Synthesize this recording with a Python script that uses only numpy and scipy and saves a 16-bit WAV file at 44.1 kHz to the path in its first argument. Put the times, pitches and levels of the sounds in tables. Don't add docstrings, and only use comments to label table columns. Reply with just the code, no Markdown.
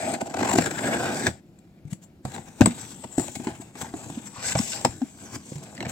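import sys
import numpy as np
from scipy import signal
from scipy.fft import rfft, irfft, next_fast_len
from scipy.io import wavfile
from scipy.ndimage import uniform_filter1d, map_coordinates

SR = 44100
rng = np.random.default_rng(int(sys.argv[2]) if len(sys.argv) > 2 else 0)


def inscribe(sig):
    pcm = np.round(np.clip(np.atleast_2d(sig).T, -1, 1) * 32767)
    wavfile.write(sys.argv[1], SR, pcm.astype(np.int16))


def gain_from_db(level_db):
    decades = np.asarray(level_db, float) / 20
    return 10 ** decades


N = 260631

# mode_hz, level_db, t60_s
HOLLOW = [(83.3, -3, 0.17), (119.2, -0.5, 0.13), (152.7, -1.5, 0.14), (198.1, -2, 0.08), (237, 0.5, 0.083),
          (270.3, -0.5, 0.07), (300.4, -2.5, 0.087), (355, -3.5, 0.08), (446, -11.5, 0.042)]
# centre_hz, width_hz, level_db
PANEL = [(493, 78, -0.5), (669, 53, 1.5), (780, 72, 5), (961, 714, -4.5)]
# centre_hz, width_hz, level_db
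EDGE = [(1530, 192, 1), (2406, 670, -2.5), (3540, 550, -5), (4800, 2300, -7)]
# freq_hz, left_db, right_db
PORTS = [(29.6, -6.5, -9), (68.5, 1, -1), (310, 1.5, 1.06), (1500, 1, -3), (3200, 4, 0.5),
         (5260, -1.5, -0.5), (6280, -3.5, 5.5), (7480, 15, -4), (8100, 13, -9), (9180, -4, -14.5),
         (10500, -5.5, -17), (13100, -11, -9.5), (16000, -4, -9)]


def unit(x):
    return x / np.sqrt(np.mean(np.abs(x) ** 2) + 1e-20)


def along(points, hz):
    f, *cols = np.transpose(points)
    return np.array([np.interp(np.log(hz + 1), np.log(f + 1), c) for c in cols])


def filtered(x, response):
    m = next_fast_len(N + SR // 2)
    return irfft(rfft(x, m) * response(np.fft.rfftfreq(m, 1 / SR)), m)[..., :N]


def pair():
    # freq_hz, correlation (0-1)
    alike = [(60, 1), (150, 0.9), (300, 0.98), (800, 0.76), (2000, 0.47), (8000, 0.38), (14000, 0.6)]

    def mix(hz):
        angle = np.arccos(np.clip(along(alike, hz)[0], 0, 1)) / 2
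        return [np.cos(angle), np.sin(angle)]

    a, b = filtered(rng.standard_normal((2, N)), mix)
    return np.array([a + b, a - b])


def resonances(modes):
    def response(f):
        body = 0
        for k, (centre_hz, width_hz, db) in enumerate(modes):
            damped = 1j * f * width_hz
            body = body + (-1) ** k * gain_from_db(db) * damped / (centre_hz ** 2 - f * f + damped)
        return unit(body / (1 + 1j * f / (1.7 * modes[-1][0])) ** 2)

    return response


def fibres(hz):
    # freq_hz, level_db (per Hz)
    fibre = [(3000, -9), (4800, -3.5), (6000, -3), (9000, -3), (12000, -4), (16000, -9.5)]
    return unit(gain_from_db(along(fibre, hz)[0]))


def contact(slide_db, weight_db):
    boom, rasp, scrape = (5.4, 0.73), (0, 0.81), (-2.5, 0.58)
    parts_db = [slide_db + db + share * weight_db for db, share in (boom, rasp, scrape)]
    return gain_from_db(np.array(parts_db + [slide_db]))


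def stroke(rows):
    t = np.arange(N) / SR
    s, slide_db, weight_db = np.transpose(rows)
    rest_db = -97
    return contact(np.interp(t, s, slide_db, rest_db, rest_db), np.interp(t, s, weight_db))


def grain(rate_hz, depth_db):
    knots = rng.standard_normal(int(N * rate_hz / SR) + 4)
    return unit(gain_from_db(depth_db * map_coordinates(knots, [np.arange(N) * rate_hz / SR])))


def patchy(x, patchy_db):
    z = signal.stft(x, nperseg=512)[2]
    field = rng.standard_normal(z.shape[1:])
    for axis in (0, 1):
        field = uniform_filter1d(field, size=10, axis=axis)
    return signal.istft(z * unit(gain_from_db(patchy_db * unit(field))), nperseg=512)[1][:, :N]


def gliding(x, rows, half_widths_octaves):
    hz, t, z = signal.stft(x, SR, nperseg=512)
    s, *cols = np.transpose(rows)
    low_hz, low_db, high_hz, high_db = (np.interp(t, s, c) for c in cols)

    def bump(centre_hz, octaves):
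        return np.exp(-.5 * (np.log2((hz[:, None] + 1) / centre_hz) / octaves) ** 2)

    low_width, high_width = half_widths_octaves
    lift_db = low_db * bump(low_hz, low_width) + high_db * bump(high_hz, high_width)
    return signal.istft(z * gain_from_db(lift_db), SR, nperseg=512)[1][:, :N]


def blade_pull():
    # time_s, slide_db, weight_db (how much more the board shakes than the fibres hiss)
    pull = [(0, -42.5, 8), (.1, -37.5, 3.5), (.145, -38.5, 8), (.17, -49.5, 8.5), (.25, -54.5, 9),
            (.33, -52.5, 7), (.4, -47, 8.5), (.56, -41, -1.5), (.67, -42.5, 3), (.7, -41.5, 3),
            (.768, -42.5, 10), (.776, -37.5, 7), (.9, -38, 7), (.968, -37.5, 9.5), (.98, -42.5, 8.5),
            (.995, -37, 9.5), (1.06, -36, 7.5), (1.2, -36.5, 0.5), (1.27, -36, 5.5), (1.31, -50.5, 7),
            (1.4, -65, 0.5)]
    boom_db, scrape_db = -0.5, 0.5
    return stroke(pull) * gain_from_db([[boom_db], [0], [scrape_db], [0]])


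def slips():
    rate_hz, spread_db = 600, 18
    when, size = rng.random(N), rng.random(N)
    return unit((when < rate_hz / SR) * gain_from_db(spread_db * size))


def friction():
    # freq_hz, gain_db
    blade = [(70, -10.5), (130, -7), (250, -2.5), (500, -1), (1000, -3.5), (1600, -2), (4000, -2),
             (6500, -2.5)]
    # time_s, low_hz, low_lift_db, high_hz, high_lift_db
    slit = [(0, 660, 12, 1500, 1), (0.15, 700, 11, 1500, 6), (0.34, 740, 8.5, 1700, -1.5),
            (0.43, 860, 6.5, 1650, 1), (0.52, 940, 15.5, 1720, 1), (0.6, 684, -1, 1520, 3),
            (0.68, 500, 9, 1500, 12), (0.77, 734, -1.5, 1560, 3), (0.87, 516, 6.5, 1490, 11),
            (0.96, 700, 2, 1550, 14.5), (1.06, 760, 4.5, 1530, 6.5), (1.2, 800, 5, 1600, 3),
            (1.3, 690, 3.5, 1730, 5.5)]
    # time_s, low_hz, low_lift_db, high_hz, high_lift_db
    hand_colour = [(4.3, 900, 4.5, 4940, -3), (4.4, 1170, 8, 4800, 3), (4.48, 1700, -1, 4600, 8.5),
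                   (4.53, 920, 10, 5700, -7), (4.6, 900, 4, 6100, 2.5), (4.69, 1580, -14, 5750, 7),
                   (4.75, 910, 9.5, 5000, 10.5), (4.82, 836, 10, 5200, 2.5), (5.0, 1010, -1, 5000, -3.5),
                   (5.4, 1090, 8.5, 4800, 2.5), (5.7, 970, 0.5, 5000, -0.5)]
    blade_off_s = 1.45
    t = np.arange(N) / SR
    uneven = [grain(50, 0.42), grain(70, 1.1), grain(80, 3.2), grain(170, 1.8)]
    force = (blade_pull() + flap_lift() + hand_slide()) * uneven + catches()

    hollow = resonances([(hz, np.log(1000) / np.pi / t60, db) for hz, db, t60 in HOLLOW])
    shapes = [hollow, resonances(PANEL), resonances(EDGE), fibres]
    stick = slips()
    reach = gain_from_db([-9.0, -2, -2.5, -12.5])
    rubbed = np.zeros((2, N))
    for f, r, shape in zip(force, reach, shapes):
        rubbing = patchy(pair(), patchy_db=2.0) + r * stick
        rubbed += filtered(f * rubbing / np.hypot(1, r), shape)

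    pressed = filtered(rubbed, lambda hz: gain_from_db(along(blade, hz)))
    under_blade = gliding(pressed, slit, (0.24, 0.144))
    under_hand = gliding(rubbed, hand_colour, (0.16, 0.19))
    return np.where(t < blade_off_s, under_blade, under_hand)


def echoes(x, table, count):
    out, step = np.zeros((2, N + SR)), N // count + 1
    for at in range(0, N, step):
        hz, t, z = signal.stft(rng.standard_normal((2, SR // 3)), SR, nperseg=128)
        t60, db = along(table, hz)[:, :, None]
        fade = gain_from_db(-60 * t / t60)
        level = gain_from_db(db) / np.sqrt((fade ** 2).sum(1, keepdims=True) * 64)
        tail = signal.istft(z * fade * level, SR, nperseg=128)[1]
        piece = signal.fftconvolve(x[:, at:at + step], tail, axes=1)
        out[:, at:at + piece.shape[1]] += piece
    return out[:, :N]


def near_echoes(x):
    # freq_hz, t60_s, level_db
    near = [(200, 0.04, -16.5), (798, 0.0055, -6), (1970, 0.015, -3), (8050, 0.0037, -2.5),
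            (13000, 0.011, -5)]
    return echoes(x, near, count=36)


def room_echoes(x):
    # freq_hz, t60_s, level_db
    room = [(100, 0.48, -27.5), (503, 0.079, -10), (3120, 0.13, -7.5), (11700, 0.15, -6)]
    return echoes(x, room, count=20)


def air():
    # freq_hz, level_db (per Hz)
    spectrum = [(15, -72), (25, -20), (157, -5), (195, -3), (236, -8), (354, -11), (405, -20), (695, -22.5),
                (1040, -35), (1400, -34), (16000, -49.5)]
    noise = filtered(pair(), lambda hz: gain_from_db(along(spectrum, hz)[0] - along(PORTS, hz).max(0)))
    return gain_from_db(-52.5) * unit(noise)


def catches():
    # time_s, slide_db, weight_db, length_ms
    rows = [(0.136, -31, -27, 6.4), (0.2104, -35, 8.5, 14.4), (0.257, -46.5, 6, 5.5), (0.269, -43.5, 7, 21),
            (0.298, -41.5, 7, 8), (0.306, -53, 13, 8), (0.34, -37.5, 11, 10.6), (0.368, -35.5, 10.5, 12),
            (0.389, -37.5, 14, 17), (0.408, -36.5, 16, 19), (0.428, -34.5, 17, 13), (0.451, -32, 7, 20),
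            (0.472, -36, 8, 13), (0.492, -30.5, 4.5, 22), (0.511, -30, 5, 9.7), (0.531, -25, -2, 16.4),
            (0.555, -29, 5.5, 13), (0.58, -24, 0, 16.4), (0.608, -33.5, 2, 9), (0.619, -32.5, 4, 15),
            (0.6393, -36, 3, 19), (0.658, -27.5, -3, 11), (0.667, -39, 9, 16), (0.709, -30.5, -2.5, 8.3),
            (0.87, -38.5, 7, 71), (0.911, -39, 3, 14), (0.936, -43, 11.5, 33), (1.267, -28, 2.5, 13),
            (1.587, -56.5, -18, 7.6), (1.877, -59, -4, 17), (1.9, -60, -7, 14), (1.9127, -46, -19, 21),
            (1.929, -35.5, -24, 10.6), (2.034, -49, -39, 37), (2.3167, -42.5, -8, 5.5), (2.345, -43, 0, 27),
            (2.36, -42, 11.5, 4.6), (2.378, -58.5, 28, 11), (2.479, -52.5, 0.5, 30), (2.678, -46, 3, 9.3),
            (3.04, -47.5, 11.5, 18), (3.279, -45.5, 6, 6.8), (3.355, -34.5, -9, 14), (3.443, -43, -7, 17),
            (3.6157, -44.5, -4, 18), (3.816, -32.5, -5, 21), (4.268, -44, -17, 38), (4.367, -60, 12, 23),
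            (4.587, -35, 0, 7.8), (4.8104, -39, -16, 2.8), (5.334, -45, -10, 37), (5.3532, -36.5, -8, 21),
            (5.58, -52, -7, 7.8), (5.634, -44.5, -17, 16), (5.749, -47, -24, 5.5), (5.807, -55, 15, 21),
            (5.825, -49, 12, 5.7), (5.8537, -54, 23.5, 12.4), (5.864, -50.5, 20, 4), (5.891, -37, -10, 22)]
    boom_db = 0.5
    t = np.arange(N) / SR
    force = np.zeros((4, N))
    for s, slide_db, weight_db, ms in rows:
        late = (t - s - .004) * 2500 / max(ms, 1)
        swell = np.exp(-(late * np.where(late > 0, 1.5, .85)) ** 2)
        force += contact(slide_db, weight_db)[:, None] * gain_from_db([[boom_db], [0], [0], [0]]) * swell
    return force


def taps_and_snaps():
    # start_s, level_db, pitch_hz, t60_s
    rows = [(0.3415, -20, 825, 0.025), (0.586, 2, 760, 0.008), (1.2328, -28, 1670, 0.04),
            (1.26, -22, 1725, 0.034), (1.2672, -6, 1700, 0.02), (1.2735, -15.5, 1950, 0.012),
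            (2.252, -22.5, 735, 0.044), (2.61, -16, 593, 0.1), (2.617, -8, 1555, 0.012),
            (2.6586, -13, 7960, 0.017), (2.66, -9.5, 930, 0.014), (3.043, -28.5, 946, 0.032),
            (3.1814, -6.5, 650, 0.0096), (3.282, -30.5, 606, 0.032), (3.356, -30.5, 770, 0.057),
            (3.469, -28, 864, 0.072), (3.354, -30, 2180, 0.04), (3.818, -35, 1064, 0.039),
            (3.844, -42, 1500, 0.034), (3.845, -31, 880, 0.05), (3.9385, -23.5, 733, 0.019),
            (4.099, -24.5, 770, 0.016), (4.5535, -17, 805, 0.048), (4.588, -15, 5460, 0.023),
            (4.8498, -6, 943, 0.024), (4.849, -13, 5260, 0.024), (4.857, -16.5, 768, 0.029),
            (4.173, -31.5, 600, 0.016), (5.017, -22.5, 770, 0.024), (5.187, -34, 1500, 0.0086),
            (5.519, -29, 520, 0.034), (5.7687, -34, 4700, 0.012), (5.778, -26, 2000, 0.012),
            (5.805, -21, 2110, 0.014), (5.8047, -26, 4000, 0.014), (5.8262, -24, 2700, 0.02),
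            (5.828, -28, 4030, 0.011), (5.85, -26, 1760, 0.013), (5.8543, -24.5, 2360, 0.012),
            (5.865, -27, 2300, 0.012)]
    crack_db, crack_db_per_octave = -6.5, 7.5
    out, t = np.zeros(N + SR), np.arange(SR // 10) / SR
    for s, db, hz, t60 in rows:
        ring = np.sin(2 * np.pi * hz * t) + gain_from_db(-17.0) * np.sin(2 * np.pi * 2.1 * hz * t)
        dry_crackle = unit(uniform_filter1d(rng.standard_normal(len(t)), size=5))
        ring += gain_from_db(crack_db + crack_db_per_octave * min(np.log2(hz / 1800), 0)) * dry_crackle
        envelope = gain_from_db(db - 60 * t / t60) * (1 - np.exp(-t / 0.00068))
        out[round(s * SR):][:len(t)] += envelope * ring
    return out[:N]


def knocks():
    # start_s, boom_db, spot_hz (favoured pitch), panel_db and crack_db (relative to boom)
    rows = [(0.538, -13, 400, -15, -14.5), (0.558, -10.5, 372, -24, -25), (0.585, -5, 253.6, -9, -25.5),
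            (1.277, -24.5, 293, -4, 0), (1.852, -28, 148, -39, -26.5), (2.251, -19.5, 175.6, -12.5, -9),
            (2.609, -7.5, 231, -5, -5), (2.618, -8.5, 136.2, -23, -37), (2.658, -10, 212, -8.5, -1),
            (2.673, -11, 237, -35, -30), (3.181, -11, 253.4, -21, -13.5), (3.196, -22.5, 355, -8, -7),
            (3.399, -25, 246, -9.5, -20), (3.47, -15, 306, -10.5, -24), (3.52, -34, 129, -11, -26),
            (3.6, -29.5, 287, -26, -21), (3.754, -34, 390, -3.5, -10), (3.94, -22, 310, -16.5, -24),
            (4.066, -30.5, 254, -35.5, -31), (4.101, -26.5, 212, -12, -8.5), (4.553, -14, 131, -1.5, -18.5),
            (4.848, -19, 175.5, 5, 2.5), (4.857, -16, 251.2, -37, -17), (4.889, -28, 114, -24, -30),
            (5.518, -32.5, 186, -18, -42), (5.556, -26.5, 145, -18, -7)]
    damping = 1.455
    spread_db, push_db = 3, 16.5
    t = np.arange(SR // 3) / SR
    boom, slap, crack = np.zeros((3, N + SR))
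    push = np.zeros(N)
    hz, level_db, t60 = np.transpose(HOLLOW)[:, :, None]
    luck = rng.standard_normal((len(rows), len(HOLLOW), 1))
    for (s, db, spot_hz, panel_db, crack_db), chance in zip(rows, luck):
        share_db = level_db - 16 * np.abs(np.log2(hz / spot_hz)) + spread_db * chance
        bent_hz = hz * (spot_hz / hz[np.argmin(np.abs(hz - spot_hz))])
        modes = gain_from_db(share_db - 60 * t * damping / t60) * np.sin(2 * np.pi * bent_hz * t)
        ring = modes.sum(0) * (1 - np.exp(-t / 0.0054))
        at = round(s * SR)
        span = slice(at, at + len(t))
        push[at] = gain_from_db(db + panel_db + push_db)
        boom[span] += gain_from_db(db) * ring / np.abs(ring).max()
        slap[span] += gain_from_db(db + panel_db + 2.0 - 60 * t * damping / 0.062)
        tear = gain_from_db(db + crack_db - 7.0 - 7.6 * (t / 0.0042) ** 2)
        crack[span] += tear * (1 - np.exp(-t / 0.00012))
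    slap, crack = slap[:N], crack[:N]
    board = filtered(slap * pair(), resonances(PANEL))
    board += gain_from_db(-11.0) * filtered(slap * pair(), resonances(EDGE))
    paper = filtered(crack * pair(), fibres)
    paper += gain_from_db(-7.0) * filtered(crack * pair(), resonances(EDGE))
    return boom[:N] + filtered(push, resonances(PANEL)) + board + paper


def low_swells():
    # start_s, level_db, pitch_hz, length_ms
    rows = [(1.923, -20, 162, 13.8), (2.607, 0, 278, 12.2), (2.629, -15.5, 217, 27), (2.662, -19, 201, 15),
            (2.6937, -25, 237, 42), (3.188, -16.5, 255, 7), (4.171, -22, 242, 16.2),
            (4.594, -16.5, 227, 16), (5.014, -17.5, 255.3, 30), (5.52, -23, 245, 7.6)]
    t = np.arange(N) / SR
    out = np.zeros(N)
    for s, db, hz, ms in rows:
        arch = np.sin(np.pi * np.clip((t - s) * 1000 / ms, 0, 1))
        out += gain_from_db(db) * arch * np.sin(2 * np.pi * hz * (t - s))
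    return out


def hand_slide():
    # time_s, slide_db, weight_db
    hand = [(2.23, -75, 0.5), (2.27, -51.5, -0.5), (2.39, -53.5, 0.5), (2.43, -57, -3), (2.55, -56, -6.5),
            (2.61, -46, -1), (2.72, -47, -0.5), (2.8, -42, -8), (2.85, -45.5, -8.5), (2.86, -45, -17.5),
            (2.92, -44, -6), (2.94, -48, -11), (3.07, -54, -11), (3.174, -46, -14), (3.186, -35.5, -9),
            (3.24, -41, -6), (3.33, -45.5, -23), (3.5, -47.5, 5), (3.58, -55.5, -2), (3.67, -57.5, 3.5),
            (3.73, -64, 2), (3.78, -44.5, -9), (3.87, -48.5, 0), (3.92, -53.5, -7), (3.97, -46.5, -5),
            (4.14, -48, -4.5), (4.22, -52, -3), (4.4, -53.5, -1.5), (4.8, -43, -8), (4.9, -49.5, -1),
            (5.0, -53, -9.5), (5.15, -54.5, -3.5), (5.23, -48, -3.5), (5.41, -55, -6.5), (5.5, -46, -8.5),
            (5.6, -55, 0.5), (5.76, -55, 5), (5.86, -68, 28), (5.91, -38.5, -11.5)]
    return stroke(hand)


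def flap_lift():
    # time_s, slide_db, weight_db
    lift = [(4.33, -80, 26), (4.41, -50.5, 8.5), (4.45, -36, -9), (4.525, -29.5, -12.5), (4.54, -50.5, -4),
            (4.58, -33.5, -14), (4.66, -41, -29), (4.76, -40.5, -25), (4.79, -58, 4), (4.83, -77, -16)]
    boom_db, scrape_db = -11.5, 9.5
    return stroke(lift) * gain_from_db([[boom_db], [0], [scrape_db], [0]])


def scene():
    box = friction() + knocks() + low_swells() + taps_and_snaps()
    return gain_from_db(-2.0) * (box + near_echoes(box) + room_echoes(box)) + air()


def top_cut(x):
    return signal.sosfilt(signal.butter(12, 16610, fs=SR, output="sos"), x)


def record(dry):
    # freq_hz, phase_lead_rad
    lead = [(300, 0), (600, .55), (1200, 1.17), (2400, 1.7), (5000, 1.21), (11000, 0)]
    top_hz, ceiling = 15930, .97

    def ports(hz):
        phase = np.exp(.5j * along(lead, hz) * [[1], [-1]])
        return gain_from_db(along(PORTS, hz)) * phase * (hz < top_hz)

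    x = filtered(dry, ports)
    x = x / (1 + np.abs(x / ceiling) ** 8) ** (1 / 8)
    return top_cut(x)


dry = scene()
out = record(dry)
inscribe(out)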